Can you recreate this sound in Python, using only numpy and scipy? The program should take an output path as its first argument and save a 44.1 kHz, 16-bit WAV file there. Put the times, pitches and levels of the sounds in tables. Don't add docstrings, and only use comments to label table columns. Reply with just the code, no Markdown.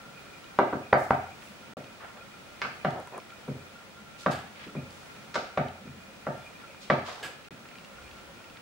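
import sys
import numpy as np
from scipy import signal
from scipy.fft import rfft, irfft, next_fast_len
from scipy.io import wavfile
from scipy.ndimage import uniform_filter1d

SR = 44100
rng = np.random.default_rng(int(sys.argv[2]) if len(sys.argv) > 2 else 0)


def store_wav(level_fs):
    pcm = np.round(np.clip(np.atleast_2d(level_fs), -1, 1) * 32767)
    wavfile.write(sys.argv[1], SR, pcm.T.astype(np.int16))


N = 379789
OPPOSED = np.array([[1], [-1]])
SOFT_MS = 0.4
CLOSE_UNTIL_S = 1.75


def undb(db):
    return 10 ** (np.asarray(db) / 20)


def level(x, db):
    return x * undb(db) / np.sqrt(np.mean(x ** 2))


def coloured(gain, size):
    fast = next_fast_len(size)
    hz = np.maximum(np.arange(fast // 2 + 1) * SR / fast, 1)
    return irfft(rfft(rng.standard_normal(fast)) * gain(hz), fast)[:size]


def bump(centre_hz, octaves):
    return lambda hz: np.exp(-0.5 * (np.log2(hz / centre_hz) / octaves) ** 2)


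def walk(rate):
    hold = int(SR / rate)
    steps = np.repeat(rng.standard_normal(N // hold + 1), hold)
    return uniform_filter1d(uniform_filter1d(steps, hold), hold)[:N]


def decay(t, t60):
    return undb(-60 * t / t60)


def add(out, x, s, pan_db=0):
    start = int(s * SR)
    x = x[..., :N - start]
    out[:, start:start + x.shape[-1]] += x * undb(OPPOSED * pan_db / 2)


def ring(modes, lift_db=0):
    hz, db, t60 = np.transpose(modes)[:, :, None]
    t = np.arange(SR // 3) / SR
    strength, detune = rng.standard_normal((2, len(modes), 1))
    scatter_db, scatter_pitch = 1.5, 0.015
    envelope = undb(db + lift_db + scatter_db * strength) * decay(t, t60)
    return envelope * np.sin(2 * np.pi * hz * (1 + scatter_pitch * detune) * t)


def clatter(crack_db):
    t = np.arange(SR // 10) / SR
    grains = level(coloured(bump(1900, 0.72), len(t)), crack_db - 47)
    return grains * decay(t, 0.034) * np.minimum(t * 1000 / SOFT_MS, 1) ** 2


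# (t/s, direct peak level/dB, first against second/dB, second late/ms,
# contact time constant/ms, crack level/dB, wood tilt/dB per octave, favoured f/Hz, table thud level/dB)
KNOCKS = [(0.588, -4.5, 5, 5.2, 0.064, 26.5, -1.5, 880, -26),
          (0.7273, -18.5, -5.5, 4.1, 0.074, 14, -1, 323, -16.5),
          (0.9274, -3, -8.5, 2.15, 0.065, 24.5, 4, 770, -20),
          (1.105, -6.5, -21, 1.9, 0.084, 26.5, 4, 845, -15),
          (1.769, -26.5, 1, 1.54, 0.17, 20, 3.5, 530, -15),
          (2.6175, -15, 8, 2.3, 0.029, 40, 5.5, 1680, -20),
          (2.649, -24, 22, 2.8, 0.059, 14, 3.5, 1470, -28),
          (2.847, -13.5, -6.5, 1.68, 0.052, 31.5, 2, 640, -6.5),
          (3.4782, -28, -4, 4.2, 0.13, 21, -3, 402, -3), (4.261, -10, -4, 1.75, 0.059, 32, 3, 610, -9.5),
          (4.7505, -30, 8, 1.9, 0.13, 27, -1.5, 302, 0), (5.3425, -21.5, -6, 2.3, 0.011, 39, 4, 1480, -31),
          (5.3555, -16, 1.5, 3.3, 0.015, 33.5, 2, 640, -32),
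          (5.574, -12, -4.5, 1.69, 0.047, 31.5, 1, 625, -5.5),
          (5.868, -41.5, -20, 3.8, 0.16, 24, 6, 280, 20),
          (6.2667, -20.5, -5, 1.53, 0.084, 18, 2.5, 665, -10),
          (6.8998, -7, -7.5, 1.63, 0.06, 39.5, 4, 590, -9), (7.507, -41.5, 15, 2.1, 0.17, 34, -6, 280, -8)]
# (f/Hz, relative level/dB, t60/s)
WOOD_MODES = [(280, 0.5, 0.019), (405, -6, 0.058), (530, 6.5, 0.01), (623, 8.5, 0.013), (781, 6, 0.028),
              (820, 7.5, 0.016), (940, -2.5, 0.039), (1186, 3, 0.014), (1370, 7.5, 0.0097),
              (1576, 3.5, 0.015), (1843, 4.5, 0.0062), (2047, 4, 0.0096), (2480, 7.5, 0.002),
              (2780, -18, 0.0031), (3100, -13, 0.0032), (3530, -6, 0.0031), (4260, -14, 0.0023)]
# (f/Hz, relative level/dB, t60/s)
TABLE_MODES = [(62, -19, 0.36), (89.5, -14, 0.53), (138.4, 2, 0.095), (166.3, -1, 0.12), (188, -0.5, 0.058),
               (248.4, -6, 0.16)]


def knocks():
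    direct, around = np.zeros((2, 2, N))
    ms = np.arange(SR // 40) / SR * 1000
    crack_lowpass = signal.butter(3, 4470, fs=SR, output="sos")
    crack = np.gradient(signal.sosfilt(crack_lowpass, np.arange(SR // 3) == 1))
    signs = (-1.) ** ((np.arange(len(TABLE_MODES) + len(WOOD_MODES)) + 1) // 2)
    wood_hz = np.array(WOOD_MODES)[:, :1]
    for s, db, first_db, lag_ms, contact_ms, crack_db, tilt_db, favoured_hz, thud_db in KNOCKS:
        first_time = ms / contact_ms
        second_time = np.maximum(ms - lag_ms, 0) / contact_ms
        first = undb(first_db) * first_time ** 3 * np.exp(-first_time)
        push = first + second_time ** 3 * np.exp(-second_time)
        lift_db = 3.7 * bump(favoured_hz, 0.35)(wood_hz) + tilt_db * np.log2(wood_hz / favoured_hz)
        modes = np.vstack([undb(thud_db) * ring(TABLE_MODES), ring(WOOD_MODES, lift_db)])
        loud_crack = undb(crack_db) * crack
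        blow = signal.fftconvolve(-signs @ modes + loud_crack, push)
        even_modes = modes[::2].sum(axis=0) - modes[1::2].sum(axis=0)
        even = signal.fftconvolve(even_modes + loud_crack, first * np.hypot(1, undb(-first_db)))
        grains = clatter(crack_db) * push.sum()
        blow[:len(grains)] += grains
        even[:len(grains)] += grains
        gain = undb(db) / np.abs(blow).max()
        add(direct, blow * gain, s)
        add(around, even * gain, s)
    return direct, around[0]


# (f/Hz, relative level/dB, t60/s)
BOWL_MODES = [(4620, 0, .16), (6050, -4, .03)]
# (t/s, level/dB)
CLINKS = [(.934, -44), (1.11, -58)]


def clinks():
    out = np.zeros((2, N))
    for s, db in CLINKS:
        add(out, undb(db) * ring(BOWL_MODES).sum(axis=0), s)
    return out


# (t/s, swell/s, fade time constant/s, level before swell and fade/dB, tilt/dB per octave)
RUSTLES = [(4.309, 0.0081, 0.048, -38.5, -0.5), (7.226, 0.0066, 0.036, -35.5, 0.5)]
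# (f/Hz, width/Hz, relative level/dB)
RUSTLE_BANDS = [(1680, 50, 13.5), (2900, 1800, 2), (4560, 520, -7), (7140, 1600, -10.5), (12200, 3000, -41)]


def rustles():
    clicks_per_s, scatter_db = 5000, 2.5
    out, t = np.zeros(N), np.arange(SR // 3) / SR
    hz, width, band_db = np.transpose(RUSTLE_BANDS)[:, :, None]
    for s, swell, fade, db, tilt_db in RUSTLES:
        hit, size = rng.random((2, len(t)))
        strength = undb(-scatter_db * np.log(size))
        sign = np.sign(hit * SR - clicks_per_s / 2)
        clicks = (hit < clicks_per_s / SR) * strength * sign
        gain = undb(band_db + tilt_db * np.log2(hz / 2000)) * width
        bands = gain * np.exp(-np.pi * width * t) * np.sin(2 * np.pi * hz * t)
        shape = np.minimum(t / swell, 1) * np.exp(-np.maximum(t - swell, 0) / fade)
        rustle = level(signal.fftconvolve(clicks, bands.sum(axis=0))[:len(t)], db)
        start = int(s * SR)
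        out[start:start + len(t)] += rustle * shape
    return out


# (t/s, swell/s, fade time constant/s, level before swell and fade/dB, centre f/Hz)
SCUFFS = [(0.968, 0.034, 0.14, -53.5, 6100), (1.4, .05, 0.082, -59, 6200), (1.999, 0.04, 0.071, -44, 980),
          (2.15, 0.027, 0.031, -49.5, 500), (2.93, 0.065, 0.022, -38.5, 560),
          (3.115, 0.071, 0.0064, -38.5, 610), (3.498, 0.012, 0.026, -54, 232),
          (4.177, 0.046, 0.045, -47.5, 3700), (4.304, 0.011, 0.032, -43.5, 3600),
          (4.547, 0.097, 0.043, -47, 1850), (4.662, 0.014, 0.043, -44, 200), (4.89, .04, 0.28, -60, 4840),
          (5.84, 0.027, 0.024, -45, 206), (5.93, 0.03, 0.031, -54, 218), (6.591, 0.024, 0.032, -53.5, 1600),
          (6.805, 0.023, 0.064, -48, 3270), (7.046, 0.038, 0.12, -43.5, 2900),
          (7.059, 0.034, 0.09, -39, 810), (7.21, 0.011, 0.088, -47, 497), (7.899, 0.16, 0.18, -57, 65)]


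def scuffs_and_rumble():
    out = np.zeros((2, N))
    t = np.arange(SR * 2 // 3) / SR
    for s, swell, fade, db, hz in SCUFFS:
        shape = np.where(t < swell, (t / swell) ** 0.5, np.exp(-np.maximum(t - swell, 0) / fade))
        grit = undb(2.0 * walk(500)[:len(t)])
        octaves = 0.35 if hz < 100 else 0.83
        mid, side = (level(coloured(bump(hz, octaves), len(t)), 0) for _ in range(2))
        both = (mid + min(hz / 1440, 0.9) * side * OPPOSED) * grit
        add(out, level(both, db) * shape, s)
    return out


# (t/s, ring level/dB, f/Hz, treble snap relative level/dB)
TICKS = [(.442, -46, 2940, -16), (1.428, -48, 1920, -20), (2.906, -48, 3450, -3), (3.0008, -37.5, 730, -6),
         (3.073, -37.5, 960, -7), (3.1785, -39, 780, 0), (3.2007, -45.5, 2440, -20),
         (3.3039, -45.5, 2340, -20), (4.3115, -49, 4530, -1), (4.906, -52, 4600, -15),
         (5.163, -50, 2450, -10), (5.2455, -57, 2370, -15), (5.684, -46, 3070, -10),
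         (7.655, -43, 1350, -20), (7.713, -44, 1380, -12), (7.908, -64, 2700, -20), (8.04, -57, 2430, -22),
         (8.404, -51, 1350, -15), (7.6873, -47, 2700, -20), (7.7552, -45, 2430, -17),
         (7.7844, -46, 2700, -20), (7.8466, -44, 2730, -15), (8.0796, -49, 2700, -18),
         (8.112, -47, 2640, -15), (8.185, -51, 2430, -18), (8.572, -47, 2280, -20)]
FAINT_HZ = [1340, 1350, 2430, 2700]


def ticks():
    out, t = np.zeros((2, N)), np.arange(SR // 50) / SR
    faint_count = 80
    at, size, pitch = rng.random((faint_count, 3)).T
    faint_hz = np.take(FAINT_HZ, (pitch * len(FAINT_HZ)).astype(int))
    faint_db = -48 + 6.9 * np.log(size)
    faint = np.transpose([at * N / SR, faint_db, faint_hz, np.full(faint_count, -20.)])
    for s, db, hz, treble_db in [*TICKS, *faint]:
        tone = decay(t, 0.033) * np.sin(2 * np.pi * hz * t)
        body = level(coloured(bump(hz, 0.74), len(t)), 0)
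        body = body * decay(t, 0.021) * np.minimum(t / 0.00047, 1)
        treble = level(coloured(bump(8300, 0.31), len(t)), treble_db)
        treble = treble * decay(t, 0.0063) * np.minimum(t * 1000 / SOFT_MS, 1)
        add(out, undb(db) * (tone + body + treble), s, pan_db=-2.5)
    return out


# (centre f/Hz, t60/s, relative level/dB)
ROOM_BANDS = [(70.6, 0.33, -16), (257, 0.36, -11.5), (530, 0.4, -9.5), (1600, 0.45, -8.5),
              (2150, 0.48, -13), (4530, 0.5, -7), (8000, 0.29, -3)]


def room(x):
    t, tail = np.arange(int(0.7 * SR)) / SR, 0
    steps = np.repeat(rng.standard_normal(len(t) // 44 + 1), 44)[:len(t)]
    sparse = undb(5.0 * np.exp(-t / 0.033) * steps)
    sparse /= np.sqrt(uniform_filter1d(sparse ** 2, size=900))
    for hz, t60, db in ROOM_BANDS:
        mid, side = (level(coloured(bump(hz, 0.79), len(t)), db - 32) for _ in range(2))
        width = min((hz / 1830) ** 0.97, 1) * (1 - np.exp(-t / 0.0013))
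        tail = tail + (mid + width * side * OPPOSED) * decay(t, t60)
    onset = np.clip((t - 0.003) / 0.00027, 0, 1)
    return signal.fftconvolve(x[None], tail * sparse * onset, axes=1)[:, :N]


# (f/Hz, relative level/dB per Hz)
AIR_MID = [(15, -47), (25, -9.5), (142, 2), (436, -2.5), (554, -1), (1110, -6), (1370, -1.5), (1570, -6.5),
           (2160, -7.5), (2410, -9.5), (2980, -10.5), (9400, -22.5), (14800, -31.5)]
# (f/Hz, relative level/dB per Hz)
AIR_SIDE = [(15, -44), (25, -14), (109, -8), (242, -5.5), (971, -9), (1200, -10.5), (1890, -10.5),
            (2470, -10.5), (9910, -26), (13300, -32.5), (14800, -32)]
# (f/Hz, width/Hz, level before wavering/dB)
HUM = [(209, 52, -66), (538, 38, -69), (1382, 57, -65), (2430, 150, -67), (2700, 37, -80.5),
       (3450, 34, -81)]


def air():
    def shaped(points):
        hz, db = np.transpose(points)
        return coloured(lambda f: undb(np.interp(np.log(f), np.log(hz), db)), N)

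    def hum_band(hz, width, db):
        resonance = coloured(lambda f: 1 / (1 + (2 * (f - hz) / width) ** 2), N)
        return level(resonance, db) * undb(7.6 * walk(35))

    mid, side = level(shaped(AIR_MID), -51.5), level(shaped(AIR_SIDE), -53.5)
    for hz, width, db in HUM:
        mid = mid + hum_band(hz, width, db)
        side = side + min(hz / 2400, 1) * hum_band(hz, width, db)
    return (mid + side * OPPOSED) * undb(1.0 * walk(2.4))


# (until t/s, left level/dB, right level/dB, right leads/rad)
WHINE = [(1.75, -71.5, -65, 2.), (7.5, -69, -64.5, 2.4), (9, -67.5, -75, 1.1)]


def whine():
    t = np.arange(N) / SR
    until, left_db, right_db, lead = np.transpose(WHINE)
    place = np.searchsorted(until, t)
    phase = 2 * np.pi * 15665 * t
    left = undb(left_db[place]) * np.sin(phase)
    right = undb(right_db[place]) * np.sin(phase + lead[place])
    return np.array([left, right])


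def scene():
    (pin, around), small, rustle = knocks(), ticks(), rustles()
    close = np.arange(N) / SR < CLOSE_UNTIL_S
    late = np.roll(around, int(5 * SR / 1000))
    knock_send = undb(np.where(close, -2.5, 1)) * np.where(close, late, around)
    slap = undb(-8) * np.roll(pin, int(5.2 * SR / 1000), axis=1) * ~close
    wash = room(undb(-5.5) * rustle + knock_send + undb(-12.5) * small.mean(axis=0))
    hits = pin + slap + clinks() + small + rustle + wash
    bass_cut = signal.butter(2, 90, "high", fs=SR, output="sos")
    return signal.sosfilt(bass_cut, hits) + scuffs_and_rumble() + air() + whine()


# (from t/s, to t/s)
GAPS = [(1.736, 1.769), (7.486, 7.507)]


def record(dry):
    low = signal.sosfilt(signal.butter(1, 800, fs=SR, output="sos"), dry)
    lean = undb(0.5 * OPPOSED / 2)
    t, gate = np.arange(N) / SR, np.ones(N)
    for start, end in GAPS:
        gate[(t > start) & (t < end)] = 0
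    heard = (low * lean + (dry - low) / lean) * uniform_filter1d(gate, size=22)
    top_cut = signal.ellip(10, 0.2, 80, 15900, fs=SR, output="sos")
    return signal.sosfilt(top_cut, heard)


dry = scene()
out = record(dry)
store_wav(out)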